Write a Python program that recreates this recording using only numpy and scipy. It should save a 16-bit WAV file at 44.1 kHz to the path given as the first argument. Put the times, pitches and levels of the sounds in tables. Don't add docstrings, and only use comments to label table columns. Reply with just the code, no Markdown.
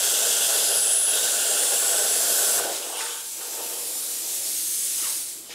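import sys
import numpy as np
from scipy import signal
from scipy.fft import rfft, irfft, next_fast_len
from scipy.io import wavfile
from scipy.ndimage import map_coordinates

SR = 44100
rng = np.random.default_rng(int(sys.argv[2]) if len(sys.argv) > 2 else 0)


def gain_from_db(level_db):
    decades = np.asarray(level_db, float) / 20
    return 10 ** decades


def unload_audio(sound):
    columns = np.transpose(np.atleast_2d(sound))
    steps = np.round(np.clip(columns, -1, 1) * 32767)
    wavfile.write(sys.argv[1], SR, steps.astype(np.int16))


N = 244314
ARC_OFF_S = 2.598


def seconds():
    return np.arange(N) / SR


def in_time(rows):
    s, *columns = np.transpose(rows)
    return [np.interp(seconds(), s, column) for column in columns]


def switch(on_s, fade_s):
    return np.clip((seconds() - on_s) / fade_s + 0.5, 0, 1)


def swell(at_s, rise_s, fall_s):
    late = seconds() - at_s
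    return np.exp(np.minimum(late / rise_s, -late / fall_s))


def rms_one(x):
    return x / np.sqrt(np.mean(np.abs(x) ** 2) + 1e-20)


def drift(rate_hz):
    pole = np.exp(-40 * np.pi * rate_hz / SR)
    noise = rng.standard_normal(N // 20 + 3002)
    slow = signal.lfilter([1], [1, -2 * pole, pole * pole], noise)[3000:]
    return np.interp(np.arange(N) / 20, np.arange(len(slow)), rms_one(slow))


def turbulence(spectrum, patchy_db, rate, count=4):
    size = next_fast_len(N)
    points = np.array(spectrum)
    hz = np.maximum(np.arange(size // 2 + 1) * SR / size, 1)
    colour_db = np.interp(np.log(hz), np.log(points[:, 0]), points[:, 1])
    noise = irfft(rfft(rng.standard_normal(size)) * gain_from_db(colour_db), size)[:N]
    hz, s, cells = signal.stft(noise, SR, nperseg=512)
    knots = rng.standard_normal((11 * count, 400))
    knots += 0.087 * rng.standard_normal(400)
    place = np.meshgrid(count * np.log2(1 + hz / 20), 2 * rate * s, indexing="ij")
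    patches = map_coordinates(knots, place, order=2, mode="mirror")
    return rms_one(signal.istft(cells * gain_from_db(patchy_db * patches), SR, nperseg=512)[1][:N])


def resonate(x, hz, width_hz):
    r = np.exp(-np.pi * width_hz / SR)
    passing = np.array([1, 0, -1]) * (1 - r * r) / 2
    return signal.lfilter(passing, [1, -2 * r * np.cos(2 * np.pi * hz / SR), r * r], x)


def whistle(hz, level_db, width_hz):
    pole = np.exp(-np.pi * width_hz / SR)
    noise = [1, 1j] @ rng.standard_normal((2, len(hz)))
    flutter = signal.lfilter([1], [1, -2 * pole, pole * pole], noise)
    turning = np.exp(2j * np.pi * np.cumsum(hz) / SR)
    return gain_from_db(level_db) * rms_one(np.real(flutter * turning))


# start_s, jet level_db, lift off the steel [0-1], edge tone level_db, pitch shift [%]
TORCH = [
    (0.0, -28, 0.2, -46, -0.2),
    (0.58, -29, 0, -32, -1.3),
    (0.82, -28, .8, -31.5, 1.2),
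    (1.05, -29.5, .95, -29, 0.1),
    (1.16, -30.5, 0.03, -30.5, 0.9),
    (1.62, -31, 0.05, -28, -2),
    (1.95, -31, 0.05, -26, 4),
    (2.22, -30, 0.01, -27.5, 1.5),
    (2.6, -29.5, .02, -34, -3.0),
]
# pitch_hz, rise at full lift [Hz], change at full lift [dB], width_hz, level_db
EDGE_TONES = [
    (7520, 260, -2, 330, -6),
    (9780, 570, 10.5, 510, -5),
]
SHIFT_SHARES = (.7, 1.3)
# pitch_hz, level [dB per Hz]
HISS_BODY = [(1410, -19), (2400, -15.5), (3310, -9), (4440, -5.5), (6810, -2.5), (7610, 1), (10300, -2),
             (11500, -8.5), (15000, -22), (22000, -120)]
# pitch_hz, level [dB per Hz]
HISS_TOP = [(6470, -15), (11000, -5.5), (12000, -5.5), (14900, -7.5), (15700, -15.5)]


def arc():
    jet_db, lift, edge_db, shift = in_time(TORCH)
    body_db = jet_db - 6 * lift
    top_db = -4.5 + 1.3 * seconds() - 1.5 * lift
    hiss = gain_from_db(body_db + 6.5) * turbulence(HISS_BODY, patchy_db=0.94, rate=2.52, count=12)
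    hiss += gain_from_db(body_db + top_db + 2.2) * turbulence(HISS_TOP, patchy_db=1.5, rate=2.73, count=16)
    locked = np.tanh(3.0 * lift)
    tones = 0
    for (hz, rise_hz, lift_db, width_hz, db), share in zip(EDGE_TONES, SHIFT_SHARES):
        pitch_hz = hz * (1 + share * shift / 100) + rise_hz * locked + 40 * drift(4.4)
        level_db = edge_db + db + lift_db * locked + 0.9 * drift(8.0)
        tones = tones + whistle(pitch_hz, level_db, width_hz)
    ripple_hz = 123
    turn = 2 * np.pi * ripple_hz * seconds()
    ripple = 1 + 0.05 * np.sin(turn) + 0.035 * np.sin(2 * turn + 1.1)
    return (hiss + tones) * ripple * (1 - switch(ARC_OFF_S, 0.0055))


# start_s, length_s, pitch_hz, level_db
PASSING_TONES = [(0.0, 0.19, 6400, -36), (0.022, .32, 13200, -37), (0.148, 0.44, 7270, -37),
                 (0.101, 0.48, 6200, -37), (0.373, 0.51, 11450, -35), (0.543, 0.28, 5000, -36.5),
                 (.76, 0.32, 9700, -29.5), (0.804, 0.16, 7950, -31), (.8, .2, 8770, -31),
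                 (.5, .3, 12700, -39), (1.098, 0.23, 3820, -36.5), (1.446, 0.28, 8700, -33),
                 (1.55, .35, 9350, -34), (1.796, 0.53, 11200, -36), (2.17, 0.31, 13550, -38),
                 (2.22, .5, 9440, -42), (2.253, 0.37, 11460, -34.5), (2.639, 0.099, 598, -33.5),
                 (2.89, 0.12, 800, -39.5), (2.95, .13, 9140, -36), (3.3, .46, 13200, -46),
                 (3.85, .3, 12000, -44), (3.901, 0.26, 9750, -41), (4.546, .33, 6460, -39),
                 (4.58, .24, 12750, -40), (4.623, 0.25, 8300, -37), (4.653, 0.28, 10380, -35.5),
                 (1.299, .3, 8600, -36), (4.947, 0.35, 9300, -38.5), (4.95, .31, 11250, -44)]


def streaks():
    out, size = np.zeros(N), SR * 3 // 4
    sag = 0.025
    for s, length, hz, level_db in PASSING_TONES:
        progress = np.clip(np.arange(size) / SR / length, 0, 1)
        fade = np.clip(9.0 * np.minimum(progress, 1 - progress), 0, 1)
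        tone = whistle(hz * (1 - sag * progress), level_db, width_hz=360 + 0.01 * hz)
        at = round(s * SR)
        out[at:at + size] += (fade * tone)[:N - at]
    return out


# peak_s, level_db
SLAG_BURSTS = [(0.23, 4.5), (0.55, 2.5), (0.73, 4), (1.18, 1.2), (1.55, 1), (1.72, 4.5), (1.95, 3.5),
               (2.05, 3), (2.26, 3.5), (2.41, 5), (2.6, 7.5), (2.7, 5.5)]
# level_db, share of lift loss, share of sputters,
# change late in the cut [dB per s], loss without the arc [dB per s]
BOOM = [
    (-36.5, 0.85, 1.3, -2.2, -2),
    (-39.5, 0.41, .45, -0.3, 56),
    (-33, 0.71, 0.22, -5.5, 23),
]
# pitch_hz, width_hz, level_db
AIR_INSIDE_LOW = [(418.7, 58, -0.5), (486.3, 48, 0.5), (582, 80, 0), (686, 66, -0.5), (808, 55, -2),
                  (1034, 290, -11.5)]
# pitch_hz, width_hz, level_db
AIR_INSIDE_MID = [(1408, 60, -5), (1525, 35, 8), (1500, 190, 1.5), (1789, 133, -8)]
# pitch_hz, width_hz, level_db
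AIR_INSIDE_HIGH = [(2627, 67, -3.5), (2836, 105, -2.5), (3215, 200, -0.5), (3496, 70, 0.5),
                   (3780, 160, -5.5)]


def roar():
    lift = in_time(TORCH)[1]
    sputter_db = sum(db * swell(s, rise_s=0.048, fall_s=0.046) for s, db in SLAG_BURSTS)
    cooling_s = np.maximum(seconds() - ARC_OFF_S, 0)
    late_s = np.maximum(seconds() - 1.04, 0)
    out = 0
    for group, settings in zip((AIR_INSIDE_LOW, AIR_INSIDE_MID, AIR_INSIDE_HIGH), BOOM):
        mean_db, lifted, sputtered, fade, dying = settings
        level_db = mean_db - 5 * lifted * lift + sputtered * sputter_db + fade * late_s - dying * cooling_s
        jet = rng.standard_normal(N) * gain_from_db(1.9 * drift(31.0))
        voiced = 0
        for k, (hz, width_hz, db) in enumerate(group):
            band = resonate(resonate(jet, hz, 1.48 * width_hz), hz, 1.48 * width_hz)
            voiced = voiced + gain_from_db(db) * band * (-1) ** k
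        out = out + gain_from_db(level_db) * rms_one(voiced)
    return out * (1 - switch(2.76, 0.064))


# pitch_hz, level [dB per Hz]
FAN_HUM = [(65, -47), (110, -16.5), (236, -7), (264, -8.5), (339, 1.5), (374, -6), (592, -9.5), (713, -14),
           (1500, -20), (1950, -40), (3300, -120)]
# pitch_hz, level [dB per Hz]
LOW_RUMBLE = [(12, -30), (20, -16), (59, -2), (86, -9), (120, -2.5), (160, -23), (260, -120)]


def floor():
    off = switch(ARC_OFF_S + 0.15, 0.11)
    held = off * swell(ARC_OFF_S + 0.44, 1.5, 0.5)
    thump_db = 9.5 * swell(ARC_OFF_S + 0.01, 0.052, 0.094)
    jet_db = -4.5 * in_time(TORCH)[1] * (1 - off) + thump_db
    hum_db = -55.5 * (1 - off) - 57 * off - 10 * held + jet_db
    rumble_db = -77.5 * (1 - off) - 71 * off - 8.5 * held + jet_db
    hum = gain_from_db(hum_db + 3.5) * turbulence(FAN_HUM, patchy_db=-1.0, rate=3.3, count=2)
    return hum + gain_from_db(rumble_db + 2.2) * turbulence(LOW_RUMBLE, patchy_db=2.0, rate=3.0, count=1)


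# start_s, peak level_db, brightness_hz, crack length [ms], ring against crack [dB]
HITS = [(1.634, -25, 1500, 4.4, -28), (2.041, -33, 1200, 3.5, -27.5), (2.597, -22, 936, 0.62, -38),
        (2.93, -30, 1100, 6.5, -22), (3.006, -26, 1900, 16, -15), (3.06, -29, 1500, 6.0, -21),
        (3.13, -40, 1500, 5.2, -24), (3.409, -38, 1300, 8.0, -17), (3.53, -36, 1500, 6.0, -15.5),
        (3.6, -32, 700, 6.0, -11.5), (5.05, -32.5, 1970, 12.0, -26), (5.493, -38, 450, 3.2, -30),
        (5.504, -35, 2300, 39, -44)]
# pitch_hz, level_db, time to die by 60 dB [s]
RAIL_TONES = [(480, -17, 0.6), (897, 5.5, 1.05), (1100, -13, 0.45), (1220, -3, 0.55), (1504, 7.5, 0.37),
              (1740, 0, 0.54), (2660, 2, .5), (3120, -8.0, .6), (3784, -7.0, .5)]


def knocks():
    out = np.zeros(N)
    spread_db = rng.normal(0, 1, (len(HITS), len(RAIL_TONES)))
    t = np.arange(SR // 2) / SR
    for (s, peak_db, bright_hz, crack_ms, ring_db), luck_db in zip(HITS, spread_db):
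        burst = rng.standard_normal(len(t)) * np.exp(-1000 * t / crack_ms)
        width_hz = 0.56 * bright_hz
        crack = resonate(resonate(burst, bright_hz, width_hz), bright_hz, width_hz)
        hit = crack / np.max(np.abs(crack))
        for (hz, level_db, t60_s), chance_db in zip(RAIL_TONES, luck_db):
            reach = 1 / (1 + (hz / bright_hz) ** 2)
            dying = gain_from_db(ring_db + level_db + chance_db - 60 * t / t60_s)
            hit += dying * reach * np.sin(2 * np.pi * hz * t)
        at = round(s * SR)
        out[at:at + len(t)] += (gain_from_db(peak_db) * hit)[:N - at]
    return out


# start_s, level_db
COOLING_AIR = [
    (2.6, -32),
    (2.86, -35),
    (3.28, -35.5),
    (4.0, -32),
    (4.56, -30),
    (4.74, -29.5),
    (5.1, -29),
    (5.3, -36),
    (5.49, -46),
]
# peak_s, lower part level_db, fall_s
AIR_PUFFS = [
    (2.76, 7.5, .04),
    (3.012, 9.5, 0.056),
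    (3.13, 3.0, 0.034),
    (5.05, 3.5, .05),
    (5.515, 14.5, .2),
]
# pitch_hz, level [dB per Hz]
AIR_BRIGHT = [(2650, -30), (4500, -10), (6390, -3.5), (7130, -1), (7750, 1), (10100, 0), (14300, -7.5),
              (15700, -10.5)]
# pitch_hz, level [dB per Hz]
AIR_DULL = [(1000, -21), (1700, -10.5), (2590, -7), (2810, -6.5), (3520, -2), (5500, -3.5), (7150, -6),
            (12100, -120)]


def air():
    level_db, = in_time(COOLING_AIR)
    puff_db = sum(db * swell(s, 0.033, fall_s) for s, db, fall_s in AIR_PUFFS)
    low_db = -9.5 + 8 * swell(ARC_OFF_S, 0.01, 0.18) + puff_db
    high = gain_from_db(level_db + 0.11 * puff_db + 2.5) * turbulence(AIR_BRIGHT, patchy_db=1.5, rate=2.6, count=12)
    wide = signal.sosfiltfilt(signal.butter(2, 11700, fs=SR, output="sos"), high)
    beam = high - wide
    high = wide + beam * gain_from_db(0.18 * (level_db + 29.0))
    low = gain_from_db(level_db + low_db + 1.9) * turbulence(AIR_DULL, patchy_db=1.0, rate=1.997, count=6)
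    return (high + low) * switch(ARC_OFF_S, 0.006)


# start_s, length_s, level_db, bright part against it [dB], ring [dB]
STROKES = [
    (2.733, 0.15, -38.5, -1, -12.5),
    (2.997, .1, -47, 12.5, 2),
    (3.412, 0.1, -45, 1, -17),
    (3.593, 0.044, -41.5, -6, -5),
    (3.733, 0.13, -46.5, -3, 0.5),
    (3.983, 0.15, -51.5, 2, -7),
    (4.24, 0.22, -47, -18, -20),
    (5.013, 0.092, -52, 10, -29),
    (5.51, 0.069, -55, 9, -14),
]
# pitch_hz, level [dB per Hz]
SCRAPE_DULL = [(150, -52), (250, -16.5), (476, -5.5), (779, -9.5), (870, -11.5), (1000, -17), (1300, -19),
               (2200, -120)]
# pitch_hz, level [dB per Hz]
SCRAPE_BRIGHT = [(500, -31), (850, -4), (1430, -3), (1570, -2), (2010, -13), (3000, -1), (3900, -8),
                 (6600, -120)]


def drag():
    t, low, bright, ring = seconds(), 0, 0, 0
    for s, length, level_db, bright_db, ring_db in STROKES:
        rise_db, fall_db = 194 * (t - s), 80 * (s + length - t)
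        stroke = gain_from_db(level_db + np.minimum(np.minimum(rise_db, fall_db), 0))
        low = low + stroke
        bright = bright + stroke * gain_from_db(bright_db)
        ring = ring + stroke * gain_from_db(ring_db)
    grit = low * gain_from_db(-2.5) * turbulence(SCRAPE_DULL, patchy_db=1.0, rate=17.0)
    grit += bright * gain_from_db(-2.95) * turbulence(SCRAPE_BRIGHT, patchy_db=3.5, rate=15.0)
    pitch_hz = RAIL_TONES[0][0] + 16 * drift(13.4)
    tone = rms_one(np.sin(2 * np.pi * np.cumsum(pitch_hz) / SR))
    singing = ring * gain_from_db(2.3 * drift(18.0) - 2.5) * tone
    return (grit + singing) * switch(2.63, 0.15)


def garage(x):
    t60_s, echo_db = 0.31, -9.5
    t = np.arange(round(0.4 * SR)) / SR
    echoes = rng.standard_normal(len(t)) * gain_from_db(-60 * t / t60_s) * (t > 0.004)
    echoes *= gain_from_db(echo_db) / np.sqrt(np.sum(echoes ** 2))
    echoes[0] = 1
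    return signal.fftconvolve(x, echoes / np.sqrt(np.sum(echoes ** 2)))[:N]


def scene():
    torch = arc() + streaks() + roar() + air()
    near = drag() + knocks() + torch * gain_from_db(0.52 * drift(12.6))
    near = signal.sosfilt(signal.butter(4, 240, "high", fs=SR, output="sos"), near)
    mono = garage(near) + floor()
    return np.array([mono, mono])


# middle_s, low_hz, high_hz
SPLIT_BANDS = [(.15, 13800, 15700), (.29, 9600, 11200), (.59, 14500, 15700), (.64, 13100, 15100),
               (.64, 5200, 6500), (1.15, 9600, 13900), (1.245, 5700, 8400), (1.245, 10300, 11900),
               (2.45, 6300, 7700), (2.845, 4700, 5800), (2.845, 13800, 15700), (3.125, 8200, 9800),
               (3.125, 12400, 13900), (3.24, 5200, 6400), (3.285, 6300, 7700), (3.33, 12400, 13900),
               (3.98, 5200, 9100), (4.12, 6900, 9100), (4.235, 4700, 6400), (4.445, 4700, 5800),
               (5.05, 7500, 9800), (5.075, 7500, 9100)]


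def splits(mono):
    side, size = np.zeros(N), 2048
    hz = np.arange(size // 2 + 1) * SR / size
    for s, low_hz, high_hz in SPLIT_BANDS:
        at = round(s * SR) - size // 2
        inside = (hz > low_hz) & (hz < high_hz)
        heard = np.abs(rfft(mono[at:at + size])) * inside
        scrambled = irfft(heard * np.exp(2j * np.pi * rng.random(len(hz))), size)
        side[at:at + size] += 0.75 * scrambled * signal.windows.hann(size)
    return side


def low_pass(x):
    return signal.sosfilt(signal.butter(12, 16050, fs=SR, output="sos"), x)


def record(dry):
    cut = signal.sosfilt(signal.ellip(12, 0.3, 80, 15720, fs=SR, output="sos"), dry)
    mix = cut + splits(cut[0]) * [[1], [-1]]
    return low_pass(mix)


dry = scene()
out = record(dry)
unload_audio(out)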